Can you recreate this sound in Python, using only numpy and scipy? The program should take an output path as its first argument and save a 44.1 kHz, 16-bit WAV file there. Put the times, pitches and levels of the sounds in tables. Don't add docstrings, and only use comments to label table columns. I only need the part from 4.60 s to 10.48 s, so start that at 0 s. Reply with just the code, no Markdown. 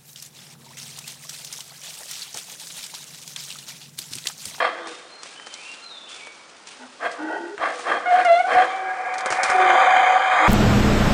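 import sys
import numpy as np
from scipy import signal
from scipy.fft import rfft, irfft
from scipy.io import wavfile

SR = 44100
rng = np.random.default_rng(int(sys.argv[2]) if len(sys.argv) > 2 else 0)


def gain_from_decibels(decibels):
    exponent = np.asarray(decibels, float) / 20
    return 10 ** exponent


def unload_wav(signal):
    wavfile.write(
        sys.argv[1],
        SR,
        np.round(np.clip(np.atleast_2d(signal).T, -1, 1) * 32767).astype(np.int16),
    )


N = 259370


def evened(x):
    return x / np.sqrt(np.mean(x ** 2) + 1e-20)


def add(mix, start_s, sound):
    part = mix[round(start_s * SR):][:len(sound)]
    part += sound[:len(part)]


def layer(events):
    out = np.zeros(N)
    for start_s, sound in events:
        add(out, start_s, sound)
    return out


def columns(rows):
    times_s, *cols = np.transpose(rows)
    t = np.arange(times_s[0], times_s[-1], 1 / SR)
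    return times_s[0], [np.interp(t, times_s, c) for c in cols]


def wander(count, rate_hz):
    b, a = signal.butter(2, rate_hz, fs=SR)
    return evened(signal.lfilter(b, a, rng.standard_normal(count + 4000))[4000:])


def phase_of(hz):
    return 2 * np.pi * np.cumsum(hz) / SR


def coloured(points):
    hz = np.fft.rfftfreq(N, 1 / SR)
    f, db = np.transpose(points)
    gain = gain_from_decibels(np.interp(np.log(hz + 1), np.log(f + 1), db))
    return evened(irfft(rfft(rng.standard_normal(N)) * gain, N))


def resonate(x, hz, width_hz):
    turn = np.exp(1j * phase_of(hz * np.ones(len(x))))
    r = np.exp(-np.pi * width_hz / SR)
    low = signal.lfilter([1 - r], [1, -r], x / turn)
    low = signal.lfilter([1 - r], [1, -r], low)
    return 2 * (turn * low).real


def through(x, modes, shift=1, waver_db=0):
    total = 0
    for k, (hz, width_hz, db) in enumerate(modes):
        gain = (-1) ** k * gain_from_decibels(db + waver_db * wander(len(x), 4.2))
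        drifting_hz = hz * shift * (1 + .004 * wander(len(x), 3))
        total = total + gain * resonate(x, drifting_hz, width_hz)
    return evened(total)


def roar(effort_db, throat, upper_db, lowest_db, shift=1):
    breath = rng.standard_normal(len(effort_db)) * gain_from_decibels(1.5 * wander(len(effort_db), 70))
    low, middle, high = (through(breath, modes, by, waver_db=1.2)
                         for modes, by in zip(throat, (1, 1, shift)))
    hiss = evened(signal.lfilter(*signal.butter(2, 4400, "high", fs=SR), breath))
    low_gain = gain_from_decibels(lowest_db - .25 * (effort_db + 20))
    return gain_from_decibels(effort_db) * (middle + gain_from_decibels(upper_db) * high + low_gain * low + gain_from_decibels(-27) * hiss)


def grunt(start_s, effort_db, rise_s, hold_s, fall_s, upper_db):
    # (centre [Hz], width [Hz], relative level [dB])
    chambers = ([(341, 100, -7), (491.7, 58.5, 1.5)], [(699, 211, -4), (1165, 253, -4), (1628, 295, -7),
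                (2040, 470, -14.5), (2436, 83, -15.5), (2644, 156, -18.5)], [(3210, 194, 8.5),
                (3670, 480, -6.5), (4280, 430, -5), (4880, 480, -13), (5420, 200, -12)])
    t = np.arange(0, .7, 1 / SR)
    after_s = np.maximum(t - rise_s - hold_s, 0)
    rise_db = 36 * np.log10(np.clip(t / rise_s, .01, 1))
    trail_db = -12.5 - 49 * after_s
    fall_db = np.maximum(-20 * after_s / fall_s, trail_db)
    shape_db = rise_db + fall_db
    return start_s, roar(effort_db + shape_db, chambers, upper_db - .1 * shape_db, -11.5)


def grunts():
    # (start [s], effort [dB], rise [s], hold [s], time to fall 20 dB [s],
    #  upper throat against middle at full push [dB])
    rows = [(0, -18.5, .004, .045, .11, -13.5), (2.384, -22.5, .066, .016, .065, -19.5),
            (2.964, -21.5, .072, .022, .125, -17.5), (3.218, -21, .072, .032, .165, -17.5),
            (3.412, -21, .178, .006, .125, -17.5), (3.852, -19.5, .058, .115, .075, -18.5)]
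    return layer(grunt(*row) for row in rows)


def hush():
    # (frequency [Hz], relative density [dB per Hz])
    spectrum = [(20, -31.5), (100, -19), (220, -8), (400, -4), (1300, -3.5), (2500, -12), (5000, -13),
                (10000, -24.5)]
    return gain_from_decibels(-48.5) * coloured(spectrum)


def rustle():
    # (frequency [Hz], relative density [dB per Hz])
    spectrum = [(59, -49.5), (100, -30.5), (575, -19), (1110, -19), (1290, -11.5), (1890, -16.5),
                (2380, -9), (9890, -19.5), (12900, -50.5), (21800, -120)]
    # (start [s], level [dB], rise [s], hold [s])
    steps = [(0.264, -40.5, 0.018, 0.013), (0.598, -44.5, 0.05, 0.065), (0.847, -44, 0.088, 0.21),
             (1.473, -42.5, 0.025, 0.084), (2.061, -42.5, 0.013, 0.012), (2.4, -52.5, 0.043, 0.078),
             (2.937, -41.5, 0.25, 0.057), (3.46, -46, 0.045, 0.54), (4.71, -39.5, 0.014, 0.0059),
             (4.83, -33, 0.011, 0.013)]
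    rest_db, settle_db_per_s = -54, 71
    t, power = np.arange(N) / SR, gain_from_decibels(rest_db) ** 2
    for start_s, db, rise_s, hold_s in steps:
        settle_db = settle_db_per_s * np.maximum(t - start_s - rise_s - hold_s, 0)
        power = power + (np.clip((t - start_s) / rise_s, 0, 1) * gain_from_decibels(db - settle_db)) ** 2
    crackle = gain_from_decibels(2.4 * wander(N, 70))
    return np.sqrt(power) * evened(coloured(spectrum) * crackle)


def moan(start_s, length_s, first_hz, last_hz, level_db, mouth_db):
    # (centre [Hz], width [Hz], relative level [dB])
    mouth = [(415, 39, 1), (638, 250, -4.5), (877, 106, 2.5), (1477, 144, 1), (1903, 89, -4),
             (2670, 260, -20.5), (3130, 51, -14.5)]
    t = np.arange(0, length_s, 1 / SR)
    hz = first_hz + (last_hz - first_hz) * t / length_s
    cycles = np.cumsum(hz * (1 + .012 * wander(len(hz), 40))) / SR
    tone = np.sqrt(2) * np.sin(2 * np.pi * cycles) * gain_from_decibels(3.1 * wander(len(hz), 44))
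    puffs = (1.2 + np.exp(-(cycles % 1) / .84)) * rng.standard_normal(len(hz))
    voice = gain_from_decibels(level_db) * tone + gain_from_decibels(mouth_db) * through(puffs, mouth)
    rise_s, fall_s = .028, .035
    return start_s, voice * np.minimum(np.minimum(t / rise_s, (length_s - t) / fall_s), 1)


def moans():
    # (start [s], length [s], first pitch [Hz], last pitch [Hz], fundamental [dB], mouth resonances [dB])
    rows = [(0.152, .2, 347.4, 317.4, -44.5, -46), (2.19, 0.094, 261, 246, -43.5, -43.5),
            (2.575, 0.19, 298.6, 335, -35, -33.5), (2.681, 0.12, 414, 396, -38.5, -28.5),
            (2.772, 0.15, 335, 349, -34, -37.5), (2.898, 0.071, 399, 411, -34.5, -43.5),
            (4.152, 0.21, 379.6, 370.4, -46, -48), (4.923, .26, 385, 348.7, -31, -38),
            (5.784, 0.11, 308, 327, -36, -39)]
    return layer(moan(*row) for row in rows)


def whistle(start_s, length_s, first_hz, last_hz, glide_s, level_db):
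    t = np.arange(0, length_s, 1 / SR)
    u = np.minimum(t / glide_s, 1)
    bend = 2 if last_hz < first_hz else 1
    hz = first_hz + (last_hz - first_hz) * np.sin(np.pi / 2 * u) ** bend
    start_db, fade_db_per_s = -5, 110
    level_db = level_db + start_db * (1 - u) - fade_db_per_s * np.maximum(t - glide_s, 0)
    tone = np.sqrt(2) * np.sin(phase_of(hz))
    edges = signal.windows.tukey(len(hz), 700 / len(hz))
    return start_s, gain_from_decibels(level_db + 3.5 * wander(len(hz), 35)) * tone * edges


def whistles():
    # (start [s], length [s], first pitch [Hz], last pitch [Hz], glide [s],
    #  relative level at the end of the glide [dB])
    rows = [(.17, .22, 3340, 3660, .1, -48.5), (.48, .14, 4100, 4200, .08, -49.5),
            (.75, .19, 2900, 3095, .06, -39.5), (.94, .24, 2030, 2765, .15, -40),
            (1.22, .24, 4180, 3500, .175, -38.5), (1.455, .08, 2500, 3700, .085, -43.5),
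            (1.58, .15, 2650, 2262, .035, -43)]
    return layer(whistle(*row) for row in rows)


def snaps():
    # (start [s], relative level [dB], dull part relative level [dB], t60 of the slower half [s])
    rows = [(0.2714, -24.5, -4.5, 0.11), (0.633, -21, -9, 0.024), (0.6578, -33.5, -3, 0.05),
            (0.798, -37.5, 5.5, 0.043), (0.869, -25, -3.5, 0.062), (0.9397, -21, -20, 0.06),
            (1.116, -28.5, -23, 0.05), (1.4976, -38, -14, 0.051), (1.671, -36.5, 3, 0.032),
            (2.0718, -27.5, -17, 0.069), (2.5147, -28.5, -21, 0.17), (2.979, -34, 8, 0.033),
            (3.192, -26.5, 0, 0.12), (3.6492, -20.5, -7, 0.079), (4.5398, -24.5, -11, 0.092),
            (4.5815, -19, -10.5, 0.099), (4.6074, -25, -15.5, 0.063), (4.6592, -14, -2.5, 0.066),
            (4.7038, -16.5, -0.5, 0.25), (4.724, -14, 0, 0.064), (4.8326, -9, -9, 0.1),
            (4.9005, -15.5, -2, 0.12)]
    out, t = np.zeros(N), np.arange(6000) / SR
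    for start_s, level_db, dull_db, t60_s in rows:
        noise = rng.standard_normal(len(t))
        bright = signal.lfilter(*signal.butter(1, [2800, 6500], "band", fs=SR), noise)
        dull = evened(signal.lfilter(*signal.butter(2, [350, 2200], "band", fs=SR), noise))
        crack = gain_from_decibels(-60 * t / .012)
        burst = gain_from_decibels(-60 * t / np.clip(t60_s, .015, .3))
        add(out, start_s, gain_from_decibels(level_db) * .5 * (crack + burst) * (bright + gain_from_decibels(dull_db) * dull))
    return out


def whine(start_s, length_s, first_hz, last_hz, level_db):
    hz = np.linspace(first_hz, last_hz, round(length_s * SR))
    tone = evened(resonate(rng.standard_normal(len(hz)), hz, 25))
    return start_s, gain_from_decibels(level_db) * tone * signal.windows.tukey(len(hz), .5)


def whines():
    # (start [s], length [s], first pitch [Hz], last pitch [Hz], level at the height of the swell [dB])
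    rows = [(0.635, 0.24, 1650, 1610, -57), (1.184, 0.24, 1380, 1324, -55), (4.085, 0.24, 2330, 2270, -41),
            (4.146, 0.44, 1633, 1640, -37), (4.358, 0.35, 2090, 2060, -46)]
    return layer(whine(*row) for row in rows)


def knocks():
    rows = [(2.998, -33), (3.967, -22), (4.718, -25), (4.838, -37), (4.898, -25), (5.068, -31),
            (5.119, -30), (5.3, -35), (5.848, -29)]
    u = np.arange(3000) / SR / .0015
    push = u * (1 - u / 2) * np.exp(-u)
    return layer((s - .004, gain_from_decibels(strength_db) * push) for s, strength_db in rows)


def hoot(rows, rough, overtone_ends_db):
    partials_db = [0.5, 0.5, -7, -10.5, -12, -35]
    start_s, (hz, level_db) = columns(rows)
    count = len(hz)
    overtone_db = np.linspace(*overtone_ends_db, count) - .53 * (level_db - level_db.max())
    phase = phase_of(hz * (1 + .009 * wander(count, 60)))
    lift_db = .2 * (level_db + 11) - .06 * (hz - 690) - 8 * rough
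    overtones = 0
    for k, db in enumerate(partials_db):
        gain = gain_from_decibels(db + k * lift_db + 3 * wander(count, 25))
        overtones = overtones + gain * np.sin((k + 2) * phase)
    breathy = evened(resonate(rng.standard_normal(count), hz, 50.6))
    clear = np.sqrt(2 - 2 * rough)
    first = clear * np.sin(phase) + np.sqrt(rough) * breathy
    voice = gain_from_decibels(level_db) * first + gain_from_decibels(overtone_db) * clear * overtones
    return start_s, voice * signal.windows.tukey(count, 600 / count)


def hoots():
    # (time [s], pitch [Hz], level [dB])
    curves = [
        [(3.455, 718, -23), (3.485, 719, -19.5), (3.53, 715.7, -13.5), (3.58, 738, -17), (3.63, 730, -24)],
        [(3.645, 708.5, -21.5), (3.665, 702.7, -15.5), (3.69, 680, -12), (3.73, 677, -10.5), (3.768, 688, -13),
         (3.783, 704, -24.5), (3.803, 734, -12.5), (3.82, 730, -21.5)],
        [(3.84, 723.4, -25), (3.87, 754, -20.5), (3.9, 760, -29), (3.935, 728, -18)],
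        [(3.94, 733.6, -25), (3.96, 738.4, -11.5), (3.978, 734, -13.5), (3.99, 735, -12), (4.02, 750, -20),
         (4.05, 724, -29.5)],
    ]
    rough = [.2, .06, .6, .25]
    # (relative level at start [dB], at end [dB])
    overtone_ends_db = [(-31, -35), (-30, -31.5), (-30.5, -34), (-29.5, -42)]
    return layer(hoot(*call) for call in zip(curves, rough, overtone_ends_db))


def hyoid(level_db):
    count = len(level_db)
    hz = 750 * (1 + .006 * wander(count, 6))
    ring = evened(resonate(rng.standard_normal(count), hz, 50))
    tone = np.sqrt(2) * np.sin(phase_of(hz * (1 + .014 * wander(count, 30))))
    depth = .5 * gain_from_decibels(.5 * (level_db - level_db.max()))
    flutter = 1 + depth * np.sin(phase_of(33 * (1 + .3 * wander(count, 12))))
    return gain_from_decibels(level_db) * (.4 * ring + .85 * tone * flutter)


def long_roar():
    # (time [s], breath effort [dB], hyoid ring [dB], upper throat against middle [dB])
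    curve = [(4.0, -31, -32, -12), (4.15, -36.5, -31, -11.5), (4.3, -33.5, -26.5, -25),
             (4.42, -31.5, -30.5, -24), (4.73, -27, -31, -17), (4.79, -23, -26, -32), (4.9, -21, -25, -24),
             (4.97, -21.5, -16.5, -19.5), (5.1, -17, -17, -15), (5.56, -20, -18, -14.5),
             (5.61, -22, -22.5, -15.5), (5.88, -16, -22, -17)]
    # (centre [Hz], width [Hz], relative level [dB])
    chambers = ([(342, 45, -7.5), (512.6, 104, 2.5)], [(771, 285, -3), (1010, 140, -7.5), (1174, 149, 0.5),
                (1510, 247, -3.5), (1662, 51, 1.5), (1770, 290, -8.5), (2111.5, 180, -5), (2246, 49, -4),
                (2391, 154, -6)], [(3142, 256, 6), (3532, 140, 0), (3880, 660, -7.5), (4746, 270, -9),
                (6270, 230, -10.5), (6800, 560, -10.5)])
    start_s, (effort_db, hyoid_db, upper_db) = columns(curve)
    t = start_s + np.arange(len(effort_db)) / SR
    shorten_from_s, shorten_per_s = 5.56, .12
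    shift = 1 + shorten_per_s * np.maximum(t - shorten_from_s, 0)
    voice = roar(effort_db, chambers, upper_db, -14.5, shift)
    return layer([(start_s, voice + hyoid(hyoid_db))])


def forest(x, t60_s):
    taps = np.zeros(SR)
    at = np.arange(400, SR - 20, 20) + rng.integers(0, 20, (SR - 401) // 20)
    taps[at] = rng.choice([-1., 1.], len(at)) * gain_from_decibels(-60 * at / SR / t60_s)
    return signal.fftconvolve(x, taps / np.linalg.norm(taps))[:N]


def scene():
    monkeys = grunts() + moans() + whines() + hoots() + long_roar()
    monkeys = signal.lfilter(*signal.butter(2, 210, "high", fs=SR), monkeys)
    bird = whistles()
    far = monkeys + gain_from_decibels(-11) * forest(monkeys, .6)
    far += gain_from_decibels(-4) * bird + gain_from_decibels(-2) * forest(bird, .68)
    return (far + hush() + rustle() + snaps() + knocks())[None]


def top_cut(x):
    return signal.sosfilt(signal.butter(12, 10040, fs=SR, output="sos"), x)


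def record(dry):
    lowpass = signal.firwin(801, 9960, window=("kaiser", 9), fs=SR)
    limited = signal.oaconvolve(dry, lowpass[None], "same")
    return top_cut(limited)


dry = scene()
out = record(dry)
unload_wav(out)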